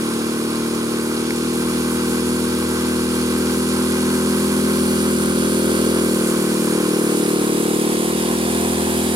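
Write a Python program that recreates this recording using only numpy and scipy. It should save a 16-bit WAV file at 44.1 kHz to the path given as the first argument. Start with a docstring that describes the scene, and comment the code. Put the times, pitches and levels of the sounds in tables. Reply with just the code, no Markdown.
"""A single-cylinder four-stroke engine belt-drives a roller cane mill in an open yard.
Each firing rings the muffler; as cane loads the rollers the engine sags and its note hardens.
The block clatters, the frame hums, the drive hisses and whines, and three stalks snap early on.
The microphone is a hand-held stereo phone a few metres off, over hard ground,
carried from the front of the mill part of the way round to its side."""
import sys
import numpy as np
from scipy import signal
from scipy.fft import rfft, irfft, next_fast_len
from scipy.io import wavfile
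from scipy.ndimage import uniform_filter1d, map_coordinates

SR = 44100
rng = np.random.default_rng(int(sys.argv[2]) if len(sys.argv) > 2 else 0)


def store_wav(level_fs):
    """Save 16-bit WAV to argv[1]."""
    pcm = np.round(np.clip(np.atleast_2d(level_fs), -1, 1) * 32767)
    wavfile.write(sys.argv[1], SR, pcm.T.astype(np.int16))


N = 403515
TIME = np.arange(N) / SR
BINS = np.fft.rfftfreq(next_fast_len(N), 1 / SR)

# engine speed: t/s, firing rate/Hz
FIRING_RATE = [(0.0, 38.26), (1.06, 38.66), (1.4, 39.59), (1.74, 40.2), (2.52, 40.66), (3.22, 40.66),
               (3.67, 41.22), (4.8, 41.2), (5.29, 40.41), (5.46, 40.64), (5.98, 40.8), (6.27, 39.32),
               (7.36, 37.18), (7.74, 37.54), (8.02, 38.91), (8.58, 40.64), (9.15, 41.17)]
# work at the rollers: t/s, load (0 running free, 1 biting the cane, 2 crushing, 3 labouring)
ROLLER_LOAD = [(0, 0.47), (1.15, 0.41), (1.7, 1.02), (3, 1.03), (4.6, 2.06), (5.2, 2.19), (5.8, 2.6),
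               (6.5, 2.51), (7, 2.94), (7.85, 2.92), (8.2, 2.54), (9.15, 2.36)]
# microphone position: t/s, view (0 in front of the mill, 1 beside it), lag of the ground bounce/ms
MIC_PATH = [(0, 0.097, 0.75), (5.8, 0.036, 0.67), (7.7, 0.5, 0.766), (8.2, .53, 1.09), (9.15, .62, 1.28)]
# microphone aim: t/s, bearing of the mill to the right/degrees
MIC_BEARING = [(0, 24), (4.5, 24.3), (5.2, 32), (5.8, 33.4), (6.25, 23.4), (6.75, 24.6), (7.7, 41.3),
               (9.15, 37.5)]
# exhaust note at each of the four loads: multiple of the firing rate, relative level/dB
NOTE_FREE = [(1, -43), (2, -15), (3, -13.5), (4, -13), (5, -14), (6, 2.5), (7, -10.5), (8, -1), (9, -3),
             (10, 4.5), (11, -11), (12, -8), (13, -7), (14, -31), (15, -9), (16, -11), (17, -39)]
NOTE_BITING = [(1, -42), (2, -11), (3, -19.5), (4, -7.5), (5, -3), (6, 3), (7, -9.5), (8, -2), (9, -1.5),
               (10, -18), (11, -8.5), (12, -7.5), (13, -21), (14, -19.5), (15, -26), (16, -40), (17, -32)]
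NOTE_CRUSHING = [(1, -43), (2, -7), (3, -26), (4, -7), (5, 1.5), (6, 2), (7, -10.5), (8, -5.5), (9, -0.5),
                 (10, -11.5), (11, -15), (12, -15.5), (13, -13), (14, -19.5), (15, -21.5), (16, -27),
                 (17, -26.5)]
NOTE_LABOURING = [(1, -33.5), (2, -33), (3, -28.5), (4, -11), (5, -3.5), (6, -1), (7, -10.5), (8, 0.5),
                  (9, 0), (10, -0.5), (11, -4.5), (12, -4.5), (13, -5.5), (14, -15), (15, -16.5), (16, -19),
                  (17, -25.5)]
# band the muffler's chambers hold back, a row per load: multiple of the firing rate, lag scale/rad
CHAMBER_LAG = [(6.5, 3.6), (10, 4), (10, 3.6), (10, 1.6)]
# rush of exhaust gas: f/Hz, relative level/dB
GAS_SPECTRUM = [(20, -46), (45, -30), (90, -13), (140, -13), (200, -6.5), (260, 2), (330, -3), (430, -0.5),
                (540, -9), (680, -28), (1200, -62)]
# block clatter and drive hiss, from the front and from the side: f/Hz, relative level/dB
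CLATTER_FRONT_SPECTRUM = [(360, -19.5), (620, -7), (731, -9.5), (828, -2.5), (953, -2.5), (1040, -2),
                          (1180, -2), (1470, -2.5), (1560, -1), (1660, -7), (1810, -12.5), (1940, -8.5),
                          (2400, -9), (3120, -88), (5280, -120)]
CLATTER_SIDE_SPECTRUM = [(330, -60), (560, -18), (606, -7.5), (710, 2.5), (884, -5), (1040, -3), (1090, -8),
                         (1220, -9.5), (1470, -33), (1680, -5.5), (2400, -20), (3120, -48), (5280, -120)]
HISS_FRONT_SPECTRUM = [(1350, -33), (2300, -3.5), (2550, -1.5), (3300, -0.5), (4020, -2.5), (4460, -1),
                       (4880, -2.5), (6340, -4.5), (7500, -15.5), (9750, -4), (16500, -120)]
HISS_SIDE_SPECTRUM = [(1350, -12), (2300, -2.5), (3470, -1.5), (4420, -7), (4950, -4), (5520, -8.5),
                      (6030, -9), (6150, -7), (7500, -19), (9750, -48), (16500, -120)]
# gritty top end: f/Hz, relative level/dB
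SIZZLE_SPECTRUM = [(4240, -24.5), (7200, -3.5), (9880, 0.5), (13900, -13.5), (15700, -18)]
# gear whines: multiple of the firing rate, level at load 2/dB, phase wobble/rad
GEAR_TONES = [(15, -55, .3), (20, -54.5, 0.5), (22, -53, .5), (25, -49.5, 0.9), (35, -47.5, 0.98),
              (37, -52, 1), (48, -51.5, .3), (54, -58, .4)]
# stalks snapping: t/s, level/dB, ring f/Hz
CANE_SNAPS = [(.749, -25, 7000), (1.169, -21, 4600), (1.307, -14, 2250)]
# sound scattered by the yard: f/Hz, share of the power (0-1)
YARD_SCATTER = [(60, 0.1), (300, 0.01), (700, 0.33), (1400, 0.28), (2500, 0.38), (5000, 0.63), (7000, 0.53),
                (10000, 0.83)]
# stereo balance at the microphone: f/Hz, left minus right/dB
MIC_BALANCE = [(60, 2), (150, 0.5), (220, 0.1), (320, 0.5), (480, 4.5), (700, -3.5), (1400, 3),
               (2200, -0.5), (4000, -4), (6500, -3.6), (8200, -2.5), (10000, -9), (15000, -10.5)]
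# layer levels: base level/dB, dB per step of load, dB per Hz above NOMINAL_HZ, gain at the side/dB
EXHAUST_LEVEL = (-21.5, 1.5, 0.13, -4)
CLATTER_LEVEL = (-35, 0.62, 0.4, 1.6)
HISS_LEVEL = (-34.5, 0.57, 0.5, 1)
SIZZLE_LEVEL = (-36, 1.96, 0.5, 0.5)

NOMINAL_HZ = 40.4
GAS_DB = -12.5  # relative to the exhaust level
RATTLE_DB, BLOCK_DB = 2, -5  # relative to the clatter level


def undb(db):
    """Decibels to gain."""
    return 10 ** (np.asarray(db) / 20)


def unit(x):
    """Scale to rms 1."""
    return x / np.sqrt(np.mean(x ** 2))


def curves(table):
    """Each column of a table as a signal in time."""
    times, *columns = np.transpose(table)
    return [np.interp(TIME, times, column) for column in columns]


def at_bins(table):
    """A table over frequency, read at every bin."""
    hz, value = np.transpose(table)
    return np.interp(np.log(BINS + 1), np.log(hz), value)


def shape(x, gain):
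    """Filter by a gain for every bin."""
    size = next_fast_len(N)
    return irfft(rfft(x, size) * gain, size)[..., :N]


def drift(rate_hz):
    """Smooth random wander, rms 1."""
    hold = int(SR / rate_hz)
    steps = np.repeat(rng.standard_normal(N // hold + 1), hold)
    return unit(uniform_filter1d(uniform_filter1d(steps, hold), hold)[:N])


def delay(x, ms):
    """Delay a signal by a moving time."""
    return map_coordinates(x, [np.arange(N) - ms * SR / 1000], order=3, mode="mirror")


def level(law, firing_hz, load, view):
    """A layer's level in dB: it grows with load and speed, and changes with microphone position."""
    db, per_load_db, per_hz_db, side_db = law
    return db + per_load_db * load + per_hz_db * (firing_hz - NOMINAL_HZ) + side_db * view


def metal_ripple(ripple_db=2.5, spacing_hz=110):
    """Close modes of the metalwork make the spectrum uneven, most of all near 4 kHz (dB per bin)."""
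    depth = np.exp(-np.log((BINS + 1) / 4000) ** 2)
    return ripple_db * depth * np.interp(BINS / spacing_hz, np.arange(512), rng.standard_normal(512))


def yard_paths(source, envelope, spectrum):
    """Colour a source and send it across the yard; rows: direct, scattered left, scattered right."""
    colour = undb(at_bins(spectrum) + metal_ripple())
    share = np.clip(at_bins(YARD_SCATTER), 0, 1)
    direct = shape(unit(source), colour * np.sqrt(1 - share))
    scattered = shape(unit(envelope) * rng.standard_normal((2, N)), colour * np.sqrt(share))
    return np.vstack([direct, scattered]) / np.std(direct + scattered.mean(axis=0))


def muffler(note, chamber, width=0.61, size=128):
    """Log gain and phase at each harmonic: a sharp pulse rings out, drawn longer by a chamber's lag."""
    orders, db = np.transpose(note)
    harmonic = np.arange(size // 2 + 1)
    cepstrum = irfft(np.log(undb(np.interp(harmonic, np.round(orders), db))))
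    cepstrum[1:size // 2] *= 2  # minimum phase
    centre, lag = chamber
    return rfft(cepstrum[:size // 2], size) - 1j * lag * np.arctan((harmonic - centre) / width)


def exhaust(cycle, load, uneven_db=-0.03, jitter_cycles=0.0016, harmonics=17):
    """One pulse a cycle rings the muffler, harder under load; no two firings are quite alike."""
    notes = (NOTE_FREE, NOTE_BITING, NOTE_CRUSHING, NOTE_LABOURING)
    responses = np.array([muffler(note, chamber) for note, chamber in zip(notes, CHAMBER_LAG)])
    firings = np.arange(int(cycle[-1]) + 2)
    timing, strength = rng.standard_normal((len(firings), 2)).T
    angle = 2 * np.pi * (cycle + jitter_cycles * np.interp(cycle, firings, timing))
    tone = 0
    for k in np.setdiff1d(np.arange(1, harmonics + 1), 2):  # the crank rate comes from the frame
        response = np.interp(load, np.arange(len(notes)), responses[:, k])
        tone = tone + np.exp(response.real) * np.cos(k * angle + response.imag)
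    return unit(tone) * undb(uneven_db * np.interp(cycle, firings, strength))


def gas_rush(cycle, puff=1.1, decay_cycles=0.59):
    """Turbulent gas rushes out after each firing."""
    rush = 1 + puff * np.exp(-(cycle % 1) / decay_cycles)
    return yard_paths(rush * rng.standard_normal(N), rush, GAS_SPECTRUM)


def knocks(cycle, swell_db, valve_db):
    """Mechanical noise swells once a crank turn and briefly jumps or dips when a valve seats."""
    turn = 2 * cycle % 1
    swell = np.cos(2 * np.pi * (turn + 0.12))
    valve = np.exp(-((turn - .85) / .04) ** 2)
    return undb(swell_db * swell + valve_db * valve)


def rattle(cycle, repeat, size=1024):
    """Dense small impacts; the share `repeat` returns at the same crank angle in every cycle."""
    pattern = np.interp(cycle % 1 * size, np.arange(size), rng.standard_normal(size))
    return np.sqrt(repeat) * pattern + np.sqrt(1 - repeat) * rng.standard_normal(N)


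def metalwork(cycle, view, envelope, front, side, repeat):
    """Rattle rings the metal; its colour changes as the microphone moves round the mill."""
    impacts = envelope * rattle(cycle, repeat)
    blend = (1 - view) * yard_paths(impacts, envelope, front) + view * yard_paths(impacts, envelope, side)
    blend[1:] /= np.hypot(1 - view, view)  # scattered sound adds in power
    return blend


def drive_hiss(cycle, view):
    """The drive hisses, with a light tick on every crank turn."""
    ticking = knocks(cycle, swell_db=0.5, valve_db=1.0) * grains(1.05) * undb(0.4 * drift(20))
    return metalwork(cycle, view, ticking, HISS_FRONT_SPECTRUM, HISS_SIDE_SPECTRUM, repeat=0.1)


def grains(depth_db, size=24):
    """Gritty envelope: about every half millisecond has its own strength."""
    return undb(depth_db * np.repeat(rng.standard_normal(N // size + 1), size)[:N])


def sizzle(cycle):
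    """Gritty treble noise pulses with the crank."""
    grit = knocks(cycle, swell_db=0.9, valve_db=-1.2) * grains(2.0) * undb(0.56 * drift(30))
    return yard_paths(grit * rng.standard_normal(N), grit, SIZZLE_SPECTRUM)


def block_ring(cycle, beat, mode_hz=1058, width_hz=55):
    """The knocks of every turn keep the engine block's strongest mode ringing."""
    mode = signal.iirpeak(mode_hz, mode_hz / width_hz, fs=SR)
    return unit(signal.lfilter(*mode, beat * rattle(cycle, repeat=0.55)))


def gear_whine(cycle, load, waver_db=2.0, per_load_db=3.0, ring_hz=6330, ring_db=-48):
    """Gear tones locked to the crank, louder as the teeth are loaded, and one thin metallic ring."""
    gears = 0
    for order, db, wobble in GEAR_TONES:
        gain = undb(db + waver_db * drift(4.4))
        gears = gears + gain * np.cos(2 * np.pi * order * cycle + wobble * drift(22))
    ring = undb(ring_db + 2.4 * drift(2.2)) * np.cos(2 * np.pi * ring_hz * TIME + 1.2 * drift(80))
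    return undb(per_load_db * (load - 2.0)) * gears + ring


def frame_hum(cycle, firing_hz, view, mode_hz=81.8, width_hz=2.86, resonance_db=-37, side_db=2.5):
    """The unbalanced crank shakes the frame once a turn; the hum fades as it slows below resonance."""
    detuning = (2 * firing_hz - mode_hz) / (width_hz / 2)
    gain = undb(resonance_db + side_db * view) / np.hypot(1, detuning)
    return gain * unit(np.sin(4 * np.pi * cycle))


def cane_snaps(decay_s=0.0021, crack=0.46):
    """Fibres snap with a dry crack, each ringing its own piece of stalk."""
    snaps = 0
    for start, db, hz in CANE_SNAPS:
        age = np.maximum(TIME - start, 0)
        envelope = undb(db) * (age > 0) * np.exp(-age / decay_s)
        splinters = unit(signal.lfilter(*signal.iirpeak(hz, 1, fs=SR), rng.standard_normal(N)))
        snaps = snaps + envelope * (np.sin(2 * np.pi * hz * age) + crack * splinters)
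    return snaps


def microphone(direct, scattered, port_spacing_ms=0.4):
    """Direct sound reaches the right port first; the stereo balance varies with frequency."""
    bearing, = curves(MIC_BEARING)
    left = delay(direct, port_spacing_ms * np.sin(np.radians(bearing)))
    ports = np.array([left, direct]) + scattered
    pan = undb(at_bins(MIC_BALANCE) / 2)
    return shape(ports, np.array([pan, 1 / pan]) * 2 / (pan + 1 / pan))


def scene():
    """The mill from a few metres off, its machine noise paced by the engine's cycle."""
    firing_hz, = curves(FIRING_RATE)
    load, = curves(ROLLER_LOAD)
    view, bounce_ms = curves(MIC_PATH)
    laws = (EXHAUST_LEVEL, CLATTER_LEVEL, HISS_LEVEL, SIZZLE_LEVEL)
    exhaust_db, clatter_db, hiss_db, sizzle_db = (level(law, firing_hz, load, view) for law in laws)
    cycle = np.cumsum(firing_hz) / SR  # one firing, two crank turns per cycle
    paths = undb(exhaust_db + GAS_DB) * gas_rush(cycle)
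    beat = knocks(cycle, swell_db=1.0, valve_db=-1.0) * undb(0.76 * drift(25))
    clatter = metalwork(cycle, view, beat, CLATTER_FRONT_SPECTRUM, CLATTER_SIDE_SPECTRUM, repeat=0.45)
    paths += undb(clatter_db + RATTLE_DB) * clatter
    paths += undb(hiss_db) * drive_hiss(cycle, view)
    paths += undb(sizzle_db) * sizzle(cycle)
    direct, scattered = paths[0], paths[1:]
    direct += undb(clatter_db + BLOCK_DB) * block_ring(cycle, beat)
    direct += gear_whine(cycle, load) + cane_snaps()
    direct += 0.21 * delay(direct, bounce_ms)  # bounce off the hard ground
    direct += undb(exhaust_db) * exhaust(cycle, load) + frame_hum(cycle, firing_hz, view)
    return microphone(direct, scattered)


def record(dry):
    """The phone cuts the top steeply above 15.85 kHz."""
    return signal.sosfilt(signal.ellip(12, .1, 90, 15850, fs=SR, output="sos"), dry)


dry = scene()
out = record(dry)
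store_wav(out)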